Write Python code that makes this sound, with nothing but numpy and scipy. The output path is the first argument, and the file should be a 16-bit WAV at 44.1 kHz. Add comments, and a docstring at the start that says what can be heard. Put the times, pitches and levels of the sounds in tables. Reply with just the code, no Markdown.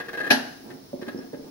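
"""A steel centring cone slides down a wheel balancer's threaded shaft and clanks on a car wheel's hub.
The threads make it rasp and sing on the way; it chatters as it lands and rings the wheel.
Gloved hands then shift the wheel with dull knocks, rubs and small scrapes.
The hard-walled garage echoes, over a low murmur and a faint hiss."""
import sys
import numpy as np
from scipy import signal
from scipy.fft import rfft, irfft
from scipy.io import wavfile

SR = 44100
rng = np.random.default_rng(int(sys.argv[2]) if len(sys.argv) > 2 else 0)


def log_audio(samples):
    """Write samples as a 16-bit WAV file to the path given in sys.argv[1]."""
    # one column per channel
    frames = np.atleast_2d(samples).T
    # limit to full scale, then quantise
    limited = np.clip(frames, -1, 1)
    pcm = np.round(limited * 32767).astype(np.int16)
    wavfile.write(sys.argv[1], SR, pcm)


N = 66150
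T = np.arange(N) / SR
BINS_HZ = np.fft.rfftfreq(N, 1 / SR)
HALF_LR = np.array([[.5], [-.5]])
TOP_HZ = 15900


def undb(db):
    """Decibels to gain."""
    return 10 ** (np.asarray(db) / 20)


def at(points, hz):
    """Interpolate (f, value) points over log frequency."""
    f, values = np.array(points, float).T
    return np.interp(np.log(np.maximum(hz, 1)), np.log(f), values)


def unit(x):
    """Scale to rms 1."""
    return x / np.sqrt(np.mean(x ** 2))


def decay(t60_s):
    """Envelope falling 60 dB in t60_s."""
    return np.exp(-np.log(1000) * T / t60_s)


# Left-right likeness: f/Hz, correlation
LIKENESS = [(130, .93), (260, .7), (500, .2), (1200, -.15), (12000, 0)]

def noise(gain):
    """Stereo noise, rms 1, shaped by a gain per bin; bass alike in both channels."""
    alike = at(LIKENESS, BINS_HZ)
    mid, side = rfft(rng.standard_normal((2, N)))
    mid, side = mid * np.sqrt(1 + alike), side * np.sqrt(1 - alike)
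    return unit(irfft(np.array([mid + side, mid - side]) * gain, N))


def ring(modes, phase=0):
    """Decaying sines from (f, level, t60) rows; left-right phase gap set by the likeness."""
    out = 0
    for k, (hz, db, t60_s) in enumerate(modes):
        gap = (-1) ** k * np.arccos(at(LIKENESS, hz)) * HALF_LR
        out += undb(db) * decay(t60_s) * np.sin(2 * np.pi * hz * T + gap + phase)
    return out


def fade(x, t60_curve):
    """Decay each octave at its own rate."""
    octave = np.log2(np.clip(BINS_HZ, 2 ** 7, 2 ** 14))
    spectrum, out = rfft(x), 0
    for k in range(7, 15):
        band = irfft(spectrum * np.maximum(1 - abs(octave - k), 0), N)
        out += band * decay(at(t60_curve, 2. ** k))
    return out


def play(force, response):
    """Convolve a force or sound with a stereo response."""
    return signal.fftconvolve(np.atleast_2d(force), response, axes=1)[:, :N]


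def delay(x, start_s):
    """Start a stereo sound at start_s."""
    return np.pad(x, ((0, 0), (int(start_s * SR), 0)))[:, :N]


def strike(response, start_s, cut_hz, order):
    """Start a response, dulled by the contact's cut-off."""
    contact = signal.butter(order, cut_hz, fs=SR, output="sos")
    return delay(signal.sosfilt(contact, response), start_s)


# Murmur spectrum: f/Hz, level/dB
AIR_SPECTRUM = [(25, -12), (80, -12.5), (130, -1.5), (260, -0.5), (420, -7), (750, -13), (1200, -16),
                (2700, -23.5), (4200, -17.5), (5600, -16), (7500, -30.5), (12000, -27.5), (16000, -32)]
# Narrow hisses: f/Hz, width/Hz, level/dB
HISSES = [(5280, 120, -67.5), (10050, 380, -67.5), (15540, 250, -62)]

def air(level_db=-50.5, waver_db=.3):
    """Low, wavering workshop murmur with narrow hisses."""
    waver = np.interp(T, np.linspace(0, T[-1], 24), rng.standard_normal(24))
    out = undb(level_db + waver_db * waver) * noise(undb(at(AIR_SPECTRUM, BINS_HZ)))
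    for hz, width_hz, db in HISSES:
        peak = 1 / (1 + (2 * (BINS_HZ - hz) / width_hz) ** 2)
        out += undb(db) * noise(peak)
    return out


# Echo spectrum: f/Hz, level/dB
ECHO_SPECTRUM = [(100, -6), (500, 7.5), (5000, -4.5), (11000, -9.5)]
# Echo decay: f/Hz, t60/s
ECHO_T60 = [(150, 1.12), (600, 0.55), (5000, 0.62), (12000, 1.12)]

def garage(x, level_db=-9.5, build_s=.0024):
    """Dense echoes off hard walls build quickly and fade."""
    echo = fade(noise(undb(at(ECHO_SPECTRUM, BINS_HZ))), ECHO_T60)
    echo *= 1 - np.exp(-T / build_s)
    return undb(level_db) * play(x, unit(echo) / np.sqrt(N))


# Wheel's short low modes: f/Hz, level/dB
LOW_SPECTRUM = [(100, -15), (160, -1), (200, -8), (260, 4.5), (550, -11), (850, -12.5), (1300, -26),
                (4000, -37.5)]
# Rubs on the wheel: t/s, length/s, level/dB
RUBS = [(0.602, .21, -42), (1.42, 0.092, -43.5)]

def rubs():
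    """Glove and tyre friction swells and fades, stirring the wheel's short low modes."""
    pressure = sum(undb(db) * np.sin(np.pi * np.clip((T - start_s) / length_s, 0, 1))
                   for start_s, length_s, db in RUBS)
    return pressure * noise(undb(at(LOW_SPECTRUM, BINS_HZ)))


# Tyre-damped wheel modes: f/Hz, level/dB, t60/s
THUD_MODES = [(260.7, 0.5, 0.14), (350, -9, .05)]
# Knocks: t/s, thud level/dB, overtone f/Hz, overtone level/dB
KNOCKS = [(.372, -23, 624, -40), (.931, -32.5, 561, -25.5), (0.9394, -31.5, 350, -28),
          (.994, -32, 617, -39), (1.022, -31.5, 354, -27.5), (1.076, -25, 440, -33),
          (1.089, -28.5, 567, -38), (1.146, -33.5, 343, -25), (1.156, -27.5, 471, -31),
          (1.186, -27, 521, -36), (1.241, -40, 724, -43.5), (1.3313, -37, 443.6, -26),
          (1.338, -26, 570, -32), (1.394, -32, 430, -53)]

def knocks(rise_s=.0012, low_db=-11, low_t60_s=.088, overtone_t60_s=.065):
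    """The damped wheel thuds on its seat; each contact point picks its own overtone."""
    thud = ring(THUD_MODES) * (1 - np.exp(-T / rise_s))
    colour = undb(at(LOW_SPECTRUM, BINS_HZ))
    out = 0
    for start_s, thud_db, overtone_hz, overtone_db in KNOCKS:
        low_modes = undb(low_db) * decay(low_t60_s) * noise(colour)
        overtone = ring([(overtone_hz, overtone_db, overtone_t60_s)])
        out += strike(undb(thud_db) * (thud + low_modes) + overtone, start_s, cut_hz=990, order=4)
    return out


# Touches on the shaft: t/s, level/dB
TINKS = [(1.018, -46), (1.176, -43), (1.189, -41)]

def tinks(mode_hz=5345, t60_s=.05):
    """Light touches ring one high mode of the shaft."""
    force = np.zeros(N)
    for start_s, db in TINKS:
        force[int(start_s * SR)] += undb(db)
    return play(force, ring([(mode_hz, 0, t60_s)]))


# Wheel modes: f/Hz, level/dB, t60/s
WHEEL_MODES = [(234.4, -20.5, .36), (263.1, -17.5, .28), (391.6, -19.5, 0.16), (437.4, -31.5, 0.24),
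               (597, -14, 0.13), (709, -15, 0.1), (777, -19, 0.16), (828, -20, 0.17), (870, -30.5, 0.39)]
# Modes of the cone on its shaft: f/Hz, level/dB, t60/s
CONE_MODES = [(1348, -25, 0.22), (1551, -18.5, 0.096), (1664.6, -5.5, .11), (1720, -16.5, .18),
              (1838, -20.5, .19), (1902, -22.5, .17), (2470, -4, 0.036), (2655, -14, 0.07),
              (2982, -20, 0.14), (3285, -27.5, 0.24), (3940, -28, .1), (3998, -18, 0.17), (4340, -19, 0.15),
              (5274, -20.5, 0.11), (6040, -31.5, 0.18), (10200, -25.5, 0.11), (11320, -25, 0.12)]

def ringing(seat_s=.3052, rise_s=.0022, cone_db=-1):
    """Wheel and cone ring on once the cone seats."""
    modes = ring(WHEEL_MODES, phase=np.pi / 2) + undb(cone_db) * ring(CONE_MODES)
    return delay(modes * (1 - np.exp(-T / rise_s)), seat_s)


def singing(grip, level_db=-29.5, mode_hz=1646, t60_s=.051, wander_hz=19.7, wanders_per_s=230):
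    """Stick-slip locks on to the cone's main mode."""
    wander = np.interp(T * wanders_per_s, np.arange(N), rng.standard_normal(N))
    slip = grip * np.sin(2 * np.pi * np.cumsum(mode_hz + wander_hz * wander) / SR)
    tone = unit(play(slip, ring([(mode_hz, 0, t60_s)])))
    grip_rms = np.sqrt(np.mean(grip ** 2))
    return undb(level_db) * grip_rms * tone


# Spectrum of one catch: f/Hz, level/dB
RASP_SPECTRUM = [(100, -25.5), (235, 7), (350, -1.5), (600, -1.5), (1050, -14.5), (1400, -2.5), (1750, 0.5),
                 (2400, -13), (3800, -14), (5000, -23.5), (7500, -46), (9500, -36.5), (10300, -22.5),
                 (13000, -38)]

def rasp(catches, burst_db=-24, t60_s=.053, cone_db=-32, wheel_db=-30):
    """Each catch gives a noise burst and faintly rings cone and wheel."""
    burst = undb(burst_db) * noise(undb(at(RASP_SPECTRUM, BINS_HZ))) * decay(t60_s)
    return play(catches, burst + undb(cone_db) * ring(CONE_MODES) + undb(wheel_db) * ring(THUD_MODES))


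# Cone on the threads: t/s, singing level/dB, rasp level/dB, length/s
SCRAPES = [(0, -3, -3, .012), (.02, -20, -13, .05), (.083, -9, -6, .014), (.131, -7, -4, .026),
           (.173, 0, -3, .02), (.201, 3, -2, .016), (.232, -4, -4, .026), (.265, -1, -2, .015),
           (.294, -6, -12, .01), (.701, -35, -14, .016), (1.014, -31, -11, .018), (1.065, -18, -18, .006),
           (1.08, -11, -6, .014), (1.18, -27, -19, .05), (1.334, -23, -19, .014)]

def scrapes(catches_per_s=692.7, scatter_db=3.5, bite_db=4, max_catches=64):
    """The cone drags over the threads: tiny catches rasp, stick-slip sings."""
    catches, grip = np.zeros(N), np.zeros(N)
    for start_s, sing_db, rasp_db, length_s in SCRAPES:
        offsets_s = (np.arange(max_catches) + rng.random(max_catches)) / catches_per_s
        sizes_db = scatter_db * rng.standard_normal(max_catches)
        sizes_db[0] += bite_db
        gate = np.clip((length_s - offsets_s) * catches_per_s + 1, 0, 1)
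        sizes = undb(sizes_db) * gate
        samples = ((start_s + offsets_s) * SR).astype(int)
        np.add.at(catches, samples, undb(rasp_db) * sizes / np.linalg.norm(sizes))
        grip += undb(sing_db) * ((T >= start_s) & (T < start_s + length_s))
    return singing(grip) + rasp(catches)


# Dense short modes of cone and wheel: f/Hz, level/dB
CLANK_SPECTRUM = [(100, -19), (155, -2.5), (200, -10.5), (260, -15), (380, 0.5), (500, -18.5), (750, -0.5),
                  (1150, -14.5), (1650, 2.5), (2150, -11), (2600, -5.5), (3500, -11), (4200, -4),
                  (5900, -13), (7300, -26.5), (9700, -33.5), (10400, -11), (10950, -29.5), (11400, -9.5),
                  (12300, -38), (16000, -23.5)]
# Their decay: f/Hz, t60/s
CLANK_T60 = [(150, 0.058), (700, 0.075), (1700, 0.082), (4500, 0.12), (12000, 0.27)]
# Landing contacts: t/s, level/dB, cut-off f/Hz
LANDING = [(.3042, -1.5, 11100), (.3068, -4.5, 4700), (.3085, 0.5, 2600), (.3135, 1.5, 10000),
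           (.332, -9, 2575), (.346, -9.5, 5130)]

def clank(level_db=-15.5):
    """Steel on steel: the cone chatters on the hub, each contact a crash of short modes."""
    colour = undb(at(CLANK_SPECTRUM, BINS_HZ))
    out = 0
    for start_s, db, cut_hz in LANDING:
        crash = undb(level_db + db) * fade(noise(colour), CLANK_T60)
        out += strike(crash, start_s, cut_hz, order=2)
    return out


# Stereo balance: f/Hz, left minus right/dB
BALANCE = [(130, -1), (600, -2.5), (1500, 1.5), (4000, 1), (11000, 1.5)]

def scene(ring_send_db=-14, handling_send_db=-2, bass_cut_hz=120):
    """Slide, clank and handling in the garage, with the deep bass cut away."""
    contacts = scrapes() + clank() + tinks()
    rings = ringing()
    handling = knocks() + rubs()
    echoes = garage(contacts + undb(ring_send_db) * rings + undb(handling_send_db) * handling)
    highpass = signal.butter(3, bass_cut_hz, "high", fs=SR, output="sos")
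    heard = signal.sosfilt(highpass, contacts + rings + handling + echoes)
    balance = undb(at(BALANCE, BINS_HZ) * HALF_LR)
    return irfft(rfft(heard) * balance, N) + air()


def record(dry):
    """Clip at full scale, then cut the top steeply."""
    lowpass = signal.ellip(10, .2, 80, TOP_HZ, fs=SR, output="sos")
    return signal.sosfilt(lowpass, np.clip(dry, -1, 1))


dry = scene()
out = record(dry)
log_audio(out)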